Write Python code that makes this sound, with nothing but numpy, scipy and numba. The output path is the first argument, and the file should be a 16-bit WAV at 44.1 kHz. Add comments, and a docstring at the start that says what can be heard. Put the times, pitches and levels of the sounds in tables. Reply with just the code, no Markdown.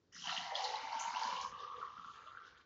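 """Juice pours in a thin stream into a narrow drinking glass on a kitchen counter.
Bursting bubbles, as swarms of short sines, ring the air column above the juice: moving band-passes whose
pitch climbs overall as the glass fills. Finer bubbles spray and fizz, and under foam the spray's ring widens.
Single bubbles pop and plop, big ones glug and low thuds come through the counter. A hard kitchen corner
rings and a short tail follows; rumble and room tone, both filtered noise, lie beneath."""
import sys
import numpy as np
from scipy import signal
from scipy.fft import rfft, irfft
from scipy.io import wavfile
from scipy.ndimage import uniform_filter1d
from numba import njit

SR = 44100
rng = np.random.default_rng(int(sys.argv[2]) if len(sys.argv) > 2 else 0)


def pcm_store(signal):
    """Save signal as 16-bit PCM."""
    levels = np.round(np.clip(np.atleast_2d(signal), -1, 1) * 32767)
    wavfile.write(sys.argv[1], SR, levels.astype(np.int16).T)


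N = 116865


def undb(db):
    """Decibels to amplitude."""
    return 10 ** (np.asarray(db) / 20)


def curve(rows, axis=1, outside=None):
    """A table column joined by straight lines in time; beyond its ends it holds, or takes outside."""
    rows = np.array(rows, float)
    return np.interp(np.arange(N) / SR, rows[:, 0], rows[:, axis], outside, outside)


def steady(x, size=11025):
    """Slow level evened out to rms 1 over a window of size samples; the grain stays."""
    return x / np.sqrt(uniform_filter1d(x ** 2, size=size) + 1e-18)


@njit
def svf(x, hz, width):
    """State-variable band-pass whose centre and width may move; gain 1 at the centre."""
    y = np.empty(len(x))
    band_state, low_state = 0., 0.
    for i in range(len(x)):
        g = np.tan(np.pi * hz[i] / SR)
        damping = width[i] / hz[i]
        v = (band_state + g * (x[i] - low_state)) / (1 + g * (g + damping))
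        band_state = 2 * v - band_state
        low_state += 2 * g * v
        y[i] = damping * v
    return y


def band(x, hz, width_hz):
    """Band-pass with fixed or moving centre and width."""
    return svf(x, hz + np.zeros(N), width_hz + np.zeros(N))


@njit
def ring(start, hz, cycles, size, glide, rise):
    """Bubbles: sines that swell, then decay at 60 dB per given cycle count while sliding up in pitch."""
    y = np.zeros(N)
    for j in range(len(start)):
        first = int(start[j])
        n = cycles[j] * SR / hz[j]  # length in samples, swell included
        phase = 0.
        for i in range(min(int(n), N - first)):
            phase += 2 * np.pi * hz[j] * (1 + glide * i / n) / SR
            swell = np.sin(np.pi / 2 * min(i / (rise * n), 1.)) ** 2
            decay = 1000. ** (-max(i / n - rise, 0.))
            y[first + i] += size[j] * np.sin(phase) * decay * swell
    return y


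def swarm(low_hz, high_hz, cycles, spread_db, count):
    """Bubbles at random moments and pitches, some louder than the rest."""
    when, pitch, length, loudness = rng.random((count, 4)).T
    size = undb(-spread_db * np.log(1 - .99 * loudness))
    hz = low_hz * (high_hz / low_hz) ** pitch
    return ring(when * N, hz, cycles * (.5 + length), size, 0.056, 0.3)


def typed(rows, cycles, glide, rise):
    """Single bubbles or knocks at the moments, peaks and starting pitches of a table."""
    rows = np.array(rows, float)
    return ring(rows[:, 0] * SR, 1. * rows[:, 2], cycles + 0 * rows[:, 0], undb(rows[:, 1]), glide, rise)


def rumble():
    """Dull rumble through the counter: noise in a low band."""
    # rumble at the counter: start_s, level_db
    rumble_levels = [(0.0, -103), (0.02, -81.5), (0.18, -78), (1.33, -76.5), (1.5, -69), (1.71, -77.5),
                     (1.81, -68.5), (1.83, -75), (2.57, -78), (2.65, -82)]
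    low = band(band(rng.standard_normal(N), 80, 130), 80, 130)
    return steady(low) * undb(curve(rumble_levels))


def hush():
    """Quiet room tone: noise shaped by a spectrum."""
    # relative spectrum of the room tone: pitch_hz, level_db per Hz
    tone_spectrum = np.array([(15, -37), (25, -21), (102, -5), (428, -0.5), (658, -14), (1520, -16.5),
                              (2450, -24), (4040, -19.5), (7520, -24), (9780, -81), (16500, -120)])
    level_db = -77.5  # rms ahead of the microphone
    log_hz = np.log(np.maximum(np.arange(N // 2 + 1) * SR / N, 1))
    shape = undb(np.interp(log_hz, np.log(tone_spectrum[:, 0]), tone_spectrum[:, 1]))
    x = irfft(rfft(rng.standard_normal(N)) * shape, N)
    return x / x.std() * undb(level_db)


def column():
    """The splash rings the shrinking air column and its overtone, over a broad splash."""
    # ring of the air column, before a 7 dB cut: start_s, level_db
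    column_levels = [(0.239, -53.5), (0.283, -43.5), (0.393, -49), (0.645, -37), (0.691, -43.5),
                     (0.739, -37), (0.797, -46), (0.951, -38.5), (0.985, -44.5), (1.039, -36), (1.137, -43),
                     (1.147, -38.5), (1.315, -38.5), (1.431, -44), (1.445, -39.5), (1.5, -59),
                     (1.52, -52.5), (1.67, -47.5), (1.96, -56.5), (2.066, -54.5), (2.332, -59.5),
                     (2.48, -62), (2.65, -77)]
    # pitch of the air column as the glass fills: start_s, lowest_hz, overtone_hz
    fill_pitches = [(0.2, 808, 1880), (0.45, 778, 1896), (0.7, 856, 1960), (0.9, 904, 2100),
                    (1.2, 952, 2135), (1.42, 1045, 2260), (1.55, 1199, 2460), (1.9, 1180, 2290),
                    (2.2, 1326, 2290), (2.4, 1400, 2200), (2.5, 1514, 2120)]
    # middle of the splash, before cuts of 1.5 and 7 dB: start_s, broad_splash_db, overtone_db
    splash_levels = [(0.12, -84, -69.5), (0.17, -84, -50), (0.21, -70.5, -70.5), (0.29, -48.5, -53),
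                     (0.47, -62.5, -48), (1.23, -50, -53.5), (1.45, -56.5, -54.5), (1.5, -62, -73),
                     (1.65, -59.5, -65.5), (1.67, -65, -93.5), (1.84, -60.5, -77.5), (1.9, -66, -77.5),
                     (2.09, -66, -76.5), (2.12, -75, -81), (2.14, -62.5, -62.5), (2.42, -67.5, -106),
                     (2.62, -70.5, -81), (2.65, -98, -89)]
    column_width, overtone_width = .12, 0.29  # width of the last filter in each chain, share of pitch
    # second strand while the juice is shallow; level against the main ring
    shallow_hz, shallow_width_hz, shallow_db, shallow_until_s = 958, 35, -2, 0.7

    hz, high = curve(fill_pitches), curve(fill_pitches, axis=2)
    splash = swarm(610, 3050, 8.73, 2.6, count=4500)
    main = band(band(band(splash, hz, 0.4 * hz), hz, 0.98 * hz), hz, column_width * hz)
    fade = np.clip((shallow_until_s - np.arange(N) / SR) / .15, 0, 1)
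    shallow = band(band(splash, shallow_hz, 200), shallow_hz, shallow_width_hz)
    main = steady(main, size=4000) + fade * undb(shallow_db) * steady(shallow)
    broad = band(band(splash, 1654, 900), 1640, 1000)
    over = band(band(splash, high, 0.24 * high), high, overtone_width * high)
    return (main * undb(curve(column_levels, outside=-120) - 7)
            + steady(broad) * undb(curve(splash_levels, outside=-120) - 1.5)
            + steady(over) * undb(curve(splash_levels, axis=2, outside=-120) - 7))


def spray():
    """Small bubbles ring across the glass, in a wider band under foam; finer ones fizz above."""
    # ring across the glass, before a 2.5 dB cut: start_s, level_db
    across_levels = [(0.124, -65), (0.142, -66.5), (0.306, -43.5), (0.356, -54.5), (0.38, -35.5),
                     (0.392, -48.5), (0.54, -59), (0.552, -54), (0.582, -49), (0.954, -60), (0.996, -49.5),
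                     (1.124, -64.5), (1.166, -51), (1.17, -53), (1.408, -52), (1.5, -66.5), (1.52, -63),
                     (1.638, -62), (1.756, -66.5), (1.77, -62.5), (1.856, -69), (2.186, -66), (2.25, -77.5),
                     (2.274, -59), (2.346, -84), (2.384, -65.5), (2.39, -79), (2.466, -64.5), (2.548, -83),
                     (2.58, -60), (2.59, -95), (2.618, -62.5), (2.624, -96), (2.65, -95)]
    # fizz by bubble size: start_s, coarse_db, middle_db, fine_db
    fizz_levels = [(0.124, -103, -68, -70.5), (0.162, -65.5, -58, -63.5), (0.314, -50, -53.5, -57),
                   (0.544, -62.5, -66.5, -70), (0.552, -44.5, -55.5, -63.5), (0.632, -56, -57.5, -58.5),
                   (0.644, -43.5, -52.5, -55), (0.66, -50, -55.5, -61), (0.858, -61.5, -64.5, -69.5),
                   (0.99, -61.5, -60.5, -70.5), (0.994, -59.5, -64.5, -44), (1.178, -57.5, -58.5, -72.5),
                   (1.23, -53, -56, -57.5), (1.4, -58, -64, -67.5), (1.414, -56, -55, -55),
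                   (1.5, -80.5, -66, -70.5), (1.52, -80, -81, -84), (1.564, -75, -83, -82),
                   (1.608, -66, -66.5, -84), (1.704, -78.5, -78.5, -96.5), (1.784, -74.5, -78, -78.5),
                   (1.95, -77, -80, -86.5), (2.124, -74.5, -79, -74.5), (2.382, -81, -108, -84),
                   (2.398, -82, -85, -103), (2.48, -75, -75.5, -76), (2.516, -77, -82, -102),
                   (2.57, -88, -90, -103), (2.576, -74.5, -87, -78.5), (2.65, -92, -93, -103)]
    # borders between the coarse, middle and fine fizz: pitch_hz
    fizz_edges = [3646, 4984, 6110, 6760]
    across_hz, across_width_hz = 2960, 440
    foam_s, foamed_hz, foamed_width_hz = 1.6, 3230, 900
    skirt_db = -14  # unfiltered bubbles mixed in beside the ring

    small = swarm(2646, 4070, 12., 3.4, count=3000)
    foam = np.arange(N) > foam_s * SR
    hz = np.where(foam, foamed_hz, across_hz)
    rung = band(small, hz, np.where(foam, foamed_width_hz, across_width_hz))
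    across = steady(rung + undb(skirt_db) * small) * undb(curve(across_levels, outside=-120) - 2.5)
    fizz = 0
    for k, (low, high) in enumerate(zip(fizz_edges, fizz_edges[1:])):
        grain = steady(swarm(low, high, 18.3, 2.0, count=4000))
        fizz = fizz + grain * undb(curve(fizz_levels, axis=k + 1, outside=-120))
    return across + fizz


def thuds():
    """Dull knocks through the counter, each of two decaying modes."""
    # lower mode of each thud, dry: start_s, peak_db, pitch_hz
    thud_rows = [(0.144, -64, 167), (0.173, -61.5, 170), (0.208, -63.5, 168), (0.261, -55.5, 164.7),
                 (0.29, -61, 170.5), (0.371, -55, 175), (0.406, -61, 165), (0.826, -61, 277),
                 (0.95, -62, 248), (1.067, -64.5, 190), (1.128, -63.5, 241), (1.246, -57, 228),
                 (1.317, -57.5, 173.4), (1.429, -62, 185), (1.514, -60, 158), (1.975, -61, 170),
                 (2.048, -63, 160)]
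    upper_ratio, upper_db = 1.447, -5  # upper mode against the lower
    upper = np.array(thud_rows) * [1, 1, upper_ratio] + [0, upper_db, 0]
    return typed(thud_rows, 14.1, 0.017, 0.25) + typed(upper, 11, 0.017, .3)


def pops():
    """Loud single bubbles: high sines that slide up as they die."""
    # single bubbles, dry: start_s, peak_db, pitch_hz
    pop_rows = [(0.1466, -41.5, 5820), (0.2219, -41.5, 3120), (0.2394, -37, 2990), (0.2713, -32, 2950),
                (0.2912, -33.5, 3040), (0.3341, -34, 3940), (0.3641, -31, 2894), (0.3785, -31, 3000),
                (0.5531, -26.5, 3204), (0.6444, -31.5, 3950), (0.7567, -35, 3880), (0.9243, -41, 4290),
                (1.1473, -38.5, 2630), (1.1613, -37, 2840), (1.2331, -33, 4610), (1.3034, -43, 2810),
                (1.3653, -46, 2710), (1.5903, -48.5, 3530), (0.9971, -38.5, 5840), (1.1947, -40, 6230),
                (1.4132, -40, 6200)]
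    return typed(pop_rows, cycles=28.7, glide=0.13, rise=0.24)


def plops():
    """Single bubbles in the air column: lower sines that slide up as they die."""
    # plops, dry: start_s, peak_db, pitch_hz
    plop_rows = [(0.162, -50.5, 1440), (0.238, -53, 980), (0.293, -40, 1283), (0.307, -47, 1280),
                 (1.523, -45.5, 1165), (1.538, -50, 1160), (1.574, -45, 1096), (1.608, -54, 1195),
                 (1.629, -50.5, 1090), (1.645, -45.5, 1187), (1.7, -50, 1140), (1.712, -47.5, 1135),
                 (1.734, -44, 1204), (1.74, -46, 1157), (1.814, -41, 1300), (1.826, -36, 1216),
                 (1.832, -41.5, 1103), (1.848, -47.5, 1245), (1.873, -45.5, 1093), (1.879, -46, 1220),
                 (1.896, -59, 1110), (1.92, -61, 1154), (1.936, -53, 1186), (1.966, -46.5, 1190),
                 (1.976, -45.5, 1293), (1.994, -44.5, 1223), (2.044, -43.5, 1310), (2.069, -50.5, 1146),
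                 (2.081, -47, 1170), (2.096, -50, 1250), (2.273, -45.5, 1250), (2.282, -50.5, 1167),
                 (2.309, -51, 1350), (2.348, -45, 1350), (2.371, -41.5, 1456), (2.389, -48, 1320),
                 (2.412, -49, 1314), (2.448, -53, 1440), (2.478, -49.5, 1460), (2.488, -60, 1590)]
    return typed(plop_rows, cycles=21.3, glide=0.12, rise=0.18)


def glug():
    """Big slow bubbles under the juice surface, in a band that wanders in pitch."""
    # glug, before a 1.5 dB cut: start_s, level_db, pitch_hz
    glug_rows = [(0.4, -77, 640), (0.46, -70.5, 669), (0.56, -44.5, 590), (0.61, -59.5, 545),
                 (0.64, -51, 496), (0.87, -64.5, 607), (1.01, -61, 648), (1.11, -71, 616),
                 (1.3, -55.5, 573), (1.36, -59.5, 540), (1.52, -67, 496), (1.57, -70.5, 506),
                 (1.63, -57.5, 473), (1.67, -68.5, 490), (1.7, -74.5, 508), (1.78, -56.5, 453),
                 (1.95, -82.5, 480), (2.22, -73, 436), (2.27, -69.5, 628), (2.32, -81, 557),
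                 (2.41, -74.5, 450), (2.65, -86.5, 543)]
    hz = curve(glug_rows, axis=2)
    big = band(band(swarm(391, 704, 7.84, 0.61, count=500), hz, 170), hz, 87)
    return steady(big, size=1800) * undb(curve(glug_rows, outside=-120) - 1.5)


def kitchen(x):
    """Narrow resonances of the hard corner and a short diffuse tail of decaying noise."""
    # ring of the kitchen corner, before the common gain: pitch_hz, level_db
    corner_modes = [(732, -2), (777, 2.5), (891, 4.5), (936, -2.5), (1000, 3.5), (1047, -9), (1085, 5.5),
                    (1148, 6.5), (1182, 4.5), (1215, -1.5), (1297, -3.5), (1350, 6), (1430, -23),
                    (1548, -4)]
    corner_db, corner_width_hz = 3, 10.3  # common gain and width of the modes
    room_db, room_t60_s = -5, 0.26
    t = np.arange(SR // 2) / SR
    tail = rng.standard_normal(len(t)) * 1000. ** (-t / room_t60_s) * (t > .003)
    wet = signal.fftconvolve(x, tail / np.sqrt(np.sum(tail ** 2)))[:N]
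    corner = sum(undb(db) * band(x, hz, corner_width_hz) for hz, db in corner_modes)
    return x + undb(room_db) * wet + undb(corner_db) * corner


def scene():
    """The pour heard in the kitchen, over rumble and room tone."""
    singles = pops() + plops() + thuds()
    pour = column() + spray() + glug() + singles
    return (kitchen(pour) + rumble() + hush())[None]


def record(dry):
    """The microphone rolls off at both ends, then cuts the top steeply."""
    low_cut_hz, roll_hz, top_hz = 45, 6600, 7550
    rolloff = signal.butter(4, [low_cut_hz, roll_hz], "bandpass", fs=SR, output="sos")
    soft = signal.sosfilt(rolloff, dry)
    return signal.sosfilt(signal.ellip(8, .5, 60, top_hz, fs=SR, output="sos"), soft)


dry = scene()
out = record(dry)
pcm_store(out)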